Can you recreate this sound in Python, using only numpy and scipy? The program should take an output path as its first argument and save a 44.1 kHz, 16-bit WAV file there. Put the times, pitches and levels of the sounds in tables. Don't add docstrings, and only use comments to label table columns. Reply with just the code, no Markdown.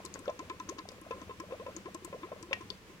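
import sys
import numpy as np
from scipy import signal
from scipy.fft import rfft, irfft
from scipy.io import wavfile

SR = 44100
rng = np.random.default_rng(int(sys.argv[2]) if len(sys.argv) > 2 else 0)


def transcribe(signal):
    frames = np.atleast_2d(signal).T
    limited = np.clip(frames, -1, 1)
    pcm = np.round(limited * 32767).astype(np.int16)
    wavfile.write(sys.argv[1], SR, pcm)


N = 132300
BUBBLING_END_S = 2.68

# (time [s], starting pitch [Hz], closing time [s], T60 [s], level [dB], air level [dB])
BUBBLE_OPENINGS = [ (.002, 610, 0.017, 0.025, -34.5, -55.5), (0.047, 323, .052, 0.11, -40, -46.5),
                   (.156, 480, 0.07, 0.016, -30, -52), (.189, 243, 0.049, 0.34, -45, -54.5),
                   (.278, 471, .021, 0.078, -22.5, -45), (0.2921, 560, 0.033, 0.055, -23.5, -40.5),
                   (0.391, 274, 0.052, 0.42, -40.5, -41), (.498, 317, 0.059, 0.14, -37.5, -37),
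                   (.599, 280, 0.075, 0.11, -43.5, -39.5), (0.688, 297, 0.051, 0.32, -36, -41),
                   (0.784, 295.5, 0.15, 0.12, -39.5, -41.5), (.854, 663, 0.026, .04, -35, -60),
                   (0.887, 470, 0.087, 0.018, -34, -60), (0.918, 510, 0.045, 0.025, -39.5, -65),
                   (1.015, 308, 0.18, 0.1, -44, -54.5), (1.064, 560, 0.022, 0.098, -39, -64),
                   (1.108, 481.4, 0.24, 0.076, -28, -39), (1.117, 479.5, 0.15, 0.11, -32.5, -42.5),
                   (1.168, 316, 0.051, 0.1, -47.5, -52), (1.215, 281, 0.088, 0.071, -39, -48),
                   (1.294, 444, 0.093, 0.056, -33.5, -46), (1.308, 400, 0.088, 0.042, -38, -44.5),
                   (1.399, 304.6, 0.072, 0.17, -38.5, -41), (1.507, 477, 0.095, 0.042, -35.5, -47),
                   (1.522, 469, 0.056, 0.12, -29.5, -46), (1.597, 433, 0.059, 0.24, -37, -48.5),
                   (1.663, 514, 0.067, 0.072, -33.5, -43.5), (1.682, 463, 0.032, 0.12, -35.5, -52),
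                   (1.765, 302, 0.061, 0.1, -36.5, -54.5), (1.856, 320, 0.042, 0.29, -38, -44),
                   (1.946, 312, 0.082, 0.081, -34, -44), (2.047, 320, 0.079, 0.096, -37, -47.5),
                   (2.127, 494, 0.037, 0.079, -33.5, -44), (2.145, 422, .035, .13, -34.5, -77),
                   (2.231, 306, 0.058, 0.18, -37, -41), (2.317, 518, 0.018, 0.056, -29, -46),
                   (2.330, 458, 0.12, 0.047, -34.5, -79), (2.428, 320, 0.16, .13, -40.5, -49),
                   (2.51, 509, 0.065, 0.08, -31, -44), (2.521, 491, 0.058, 0.073, -35.5, -43.5),
                   (2.607, 330, 0.094, 0.068, -37.5, -45.5), (2.701, 351, 0.041, 0.11, -40.5, -51.5),
                   (2.897, 350, .1, 0.076, -44.5, -58.5)]
# (frequency [Hz], relative level [dB], T60 [s], rise time [s])
GLASS_AIR_MODES = [(990.5, 7.5, 0.065, 0.012), (1041.2, 10.5, 0.086, 0.0064), (1317, -3.5, 0.09, 0.0026),
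                   (1700, -6.5, 0.059, 0.0017), (2056, -9, 0.054, .001), (2310, -8, 0.064, 0.00042),
                   (2606, -2.5, 0.034, 0.00046), (3080, -5.5, 0.022, 0.00043), (3565, -3, 0.029, 0.0022)]
def bubbles():
    out = np.zeros(N)
    scatter = rng.standard_normal((len(BUBBLE_OPENINGS), len(GLASS_AIR_MODES), 2))
    strongest_hz = GLASS_AIR_MODES[1][0]
    puff = undb(-5.5) * ring(hz=398, t60=0.012, rise=0.006)
    hold_s, drop_db = 0.021, -6.5
    closing = undb(drop_db * np.clip(2 * (ages() / hold_s - 1) + .5, 0, 1))
    for (start, hz, close, t60, db, air_db), draws in zip(BUBBLE_OPENINGS, scatter):
        air = 0
        for (mode_hz, mode_db, mode_t60, rise), (detune, swing) in zip(GLASS_AIR_MODES, draws):
            spread_db = 2.5 * min(abs(mode_hz / strongest_hz - 1) * 2, 1)
            air += undb(mode_db + spread_db * swing) * ring(mode_hz * (1 + .012 * detune), mode_t60, rise)
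        add(out, start, undb(db) * (puff + cavity(hz, close, t60)) + undb(air_db) * air * closing)
    return out


def cavity(hz, close, t60):
    silent_hz, fade_width_hz = 810, 253
    volume = np.maximum(1 - ages() / close, 1e-2)
    pitch = hz / np.sqrt(volume)
    fundamental = ring(pitch, t60, rise=0.00094)
    overtone = undb(-24) * ring(pitch * 3.3, t60, rise=0.011)
    fade = np.sin(np.pi / 2 * np.clip((silent_hz - pitch) / fade_width_hz, 0, 1))
    return (fundamental + overtone) * fade


# (time [s], pitch [Hz], peak level of the ping [dB], rise to the peak [cycles])
FILM_SNAPS = [ (0.0516, 7850, -26.5, 1.2), (0.06, 5650, -29.5, 0.45), (.1400, 6540, -27.5, 2.9),
              (0.152, 6900, -36, 1), (.1570, 1450, -33.5, .7), (0.191, 8100, -34.5, 4.3),
              (.2555, 5450, -43, 3), (0.258, 1350, -38, 2), (0.28, 3130, -30, .8), (.2990, 5900, -40, 2.4),
              (0.392, 6200, -34, 1.9), (0.4978, 5200, -34, 0.74), (.5990, 6100, -34, 1.3),
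              (.6903, 5980, -28, 3.7), (0.6947, 6570, -27, 2.2), (0.7841, 5900, -39.5, 2.2),
              (0.79, 4120, -27.5, 1.4), (0.8886, 4900, -30, 0.27), (0.9177, 7050, -42, 0.47),
              (1.014, 10700, -42.5, 0.76), (1.1115, 3140, -31.5, 0.3), (1.2155, 6100, -42.5, 2),
              (1.4004, 7050, -32, 0.27), (1.598, 3560, -48, 1.1), (1.667, 6200, -48, 1),
              (1.7648, 6700, -28, 3.4), (1.857, 5040, -45, 0.76), (1.946, 7340, -26.5, 1.7),
              (2.0475, 9300, -26, 0.58), (2.2340, 2670, -64, 2), (2.4270, 7460, -32.5, 1.7),
              (2.5301, 2370, -12, 1.03), (2.532, 5200, -28, 1), (2.6115, 6000, -44, 1.1),
              (2.7025, 4540, -21.5, 2.7)]
def snaps():
    out = np.zeros(N)
    for start, hz, db, cycles in FILM_SNAPS:
        add(out, start, undb(db) * snap(hz, cycles))
    fizz_per_s, fizz_hz = 19, 2900
    for when, size, pitch in rng.random((int(fizz_per_s * BUBBLING_END_S), 3)):
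        hz = fizz_hz * 2 ** (2.6 * (pitch - .5))
        add(out, when * BUBBLING_END_S, undb(-76.5 + 10 * size) * snap(hz, cycles=1.64))
    return out


def snap(hz, cycles):
    glide, tear_s, round_trip_s, bounce_db = 0.027, 0.0018, .0023, -6
    t = ages()
    age = t * hz / cycles
    phase = 2 * np.pi * hz * np.cumsum(1 + glide * np.tanh(age - 1)) / SR
    ping = np.sin(phase) * (age * np.exp(1 - age)) ** 2
    tear = rng.standard_normal(len(t))
    for _ in range(2):
        tear = band(tear, hz * 0.58, hz * 1.12)
    crackle = undb(-5.5) * tear / tear.std() * np.exp(-t / tear_s) * (1 - np.exp(-age))
    direct = ping + crackle
    trips = np.arange(1, 5)
    lags = round_trip_s * (trips + 0.16 * rng.standard_normal(len(trips)))
    echoes = sum(undb(bounce_db * k) * np.roll(direct, round(lag * SR)) for k, lag in zip(trips, lags))
    return direct + echoes


# (frequency [Hz], nominal gain [dB], T60 [s])
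LINGERING_MODES = [(184, -12, 1), (492, -2, 0.42), (1083, -16, 0.63), (1886, 8, 0.11), (2073, 6.5, 0.16),
                   (2520, -4, 0.12), (3430, -5, 0.092), (4850, -15, .14)]
def linger(pops):
    response = sum(undb(db) * 2 * np.log(1000) / (t60 * SR) * ring(hz, t60, rise=0.006)
                   for hz, db, t60 in LINGERING_MODES)
    return signal.fftconvolve(pops, response)[:N]


def patter():
    per_s, centre_hz = 24, 470
    out = np.zeros(N)
    for when, size, pitch in rng.random((int(per_s * BUBBLING_END_S), 3)):
        hz = centre_hz * 2 ** (2 * (pitch - .5))
        add(out, when * BUBBLING_END_S, undb(-50 + 10 * size) * cavity(hz, close=.06, t60=0.054))
    return out


THROB_MODES = [82.4, 98.2, 188.8]
# (time [s], relative level [dB])
THROB_ENVELOPE = [(0, -0.5), (.9, -2), (1.2, 3), (1.6, 1.5), (2.05, -0.5), (2.7, 3), (3, -9)]
def gurgle():
    per_s = 12
    out = np.zeros(N)
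    for k, (when, size, pitch) in enumerate(rng.random((int(per_s * N / SR), 3))):
        throb = sum(ring(hz * (1 + .2 * (pitch - .5)), t60=0.23, rise=0.013) for hz in THROB_MODES)
        add(out, (k + when) / per_s, undb(-52.24 + 2.76 * size) * throb)
    return out * undb(np.interp(np.arange(N) / SR, *np.array(THROB_ENVELOPE).T))


# (frequency [Hz], relative level [dB])
CHURN_SPECTRUM = [(20, -40), (200, -11.5), (490, 0), (640, -6), (840, -19.5), (1040, -1), (1250, -5),
                  (16000, -38)]
def churn():
    flicker_step_s, settle_s = .03, 0.074
    t = np.arange(N) / SR
    wash = colour(rng.standard_normal(N), CHURN_SPECTRUM)
    knots = np.arange(0, t[-1], flicker_step_s)
    flicker_db = 5 * np.interp(t, knots, rng.standard_normal(len(knots)))
    settling = np.clip((BUBBLING_END_S - t) / settle_s, 0, 1)
    return wash / wash.std() * undb(-61 + flicker_db) * settling


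def room(pops):
    t60, build_up_s, high_hz = 0.21, 0.011, 4460
    t = np.arange(SR // 2) / SR
    envelope = np.exp(-np.log(1000) * t / t60) * (1 - np.exp(-t / build_up_s))
    tails = band(rng.standard_normal((2, len(t))), 150, high_hz) * envelope
    tails /= np.sqrt((tails ** 2).sum(axis=1, keepdims=True) * SR / 2 / high_hz)
    return undb(-17) * np.array([signal.fftconvolve(pops, tail)[:N] for tail in tails])


# (frequency [Hz], relative level [dB])
BACKGROUND_SPECTRUM = [(20, -12), (45, -7), (90, -0.5), (140, -5.5), (190, 0), (260, -6.5), (335, -6),
                       (490, -7), (680, -17), (840, -14.5), (1040, -12.5), (1200, -16.5), (2500, -16.5),
                       (4000, -23.5), (6200, -25.5), (10000, -33), (16000, -36.5)]
def background():
    independent_hz = 1390
    mid, side = (rfft(colour(rng.standard_normal(N), BACKGROUND_SPECTRUM)) for _ in range(2))
    side *= np.clip(np.fft.rfftfreq(N, 1 / SR) / independent_hz, .28, 1)
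    noise = irfft(np.array([mid + side, mid - side]), N)
    knots = rng.standard_normal(60)
    wander_db = np.interp(np.linspace(0, len(knots) - 1, N), np.arange(len(knots)), knots)
    return noise / noise.std() * undb(-54.5 + wander_db)


def ring(hz, t60, rise):
    t = ages()
    phase = 2 * np.pi * np.cumsum(np.broadcast_to(hz, t.shape)) / SR
    return -np.sin(phase) * (1 - np.exp(-2 * t / rise)) ** 2 * np.exp(-np.log(1000) * t / t60)


def colour(x, points):
    hz, db = np.array(points, float).T
    f = np.maximum(np.fft.rfftfreq(N, 1 / SR), 1)
    return irfft(rfft(x) * undb(np.interp(np.log(f), np.log(hz), db)), N)


def band(x, low_hz, high_hz):
    sections = signal.butter(1, [low_hz, min(high_hz, SR * .45)], "band", fs=SR, output="sos")
    return signal.sosfilt(sections, x)


def add(out, start, sound):
    i = int(np.clip(start * SR, 0, N - 1))
    out[i:i + len(sound)] += sound[:N - i]


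def ages():
    return np.arange(SR // 4) / SR


def undb(db):
    return 10 ** (np.asarray(db) / 20)


# (frequency [Hz], gain [dB])
RIGHT_SHADOW = [(100, -4), (1050, -1), (1700, -11), (2200, -2.5), (2700, -13), (5000, -15.5), (12000, -13)]
def scene():
    right_lag_s = 0.00017
    t = np.arange(N) / SR
    pops = bubbles() + snaps() + patter()
    left = pops + linger(pops) + gurgle() + churn()
    right = np.interp(t - right_lag_s, t, colour(left, RIGHT_SHADOW))
    return np.array([left, right]) + room(pops) + background()


def record(dry):
    cutoff_hz = 16000
    return signal.sosfilt(signal.ellip(8, .2, 70, cutoff_hz, fs=SR, output="sos"), dry)


dry = scene()
out = record(dry)
transcribe(out)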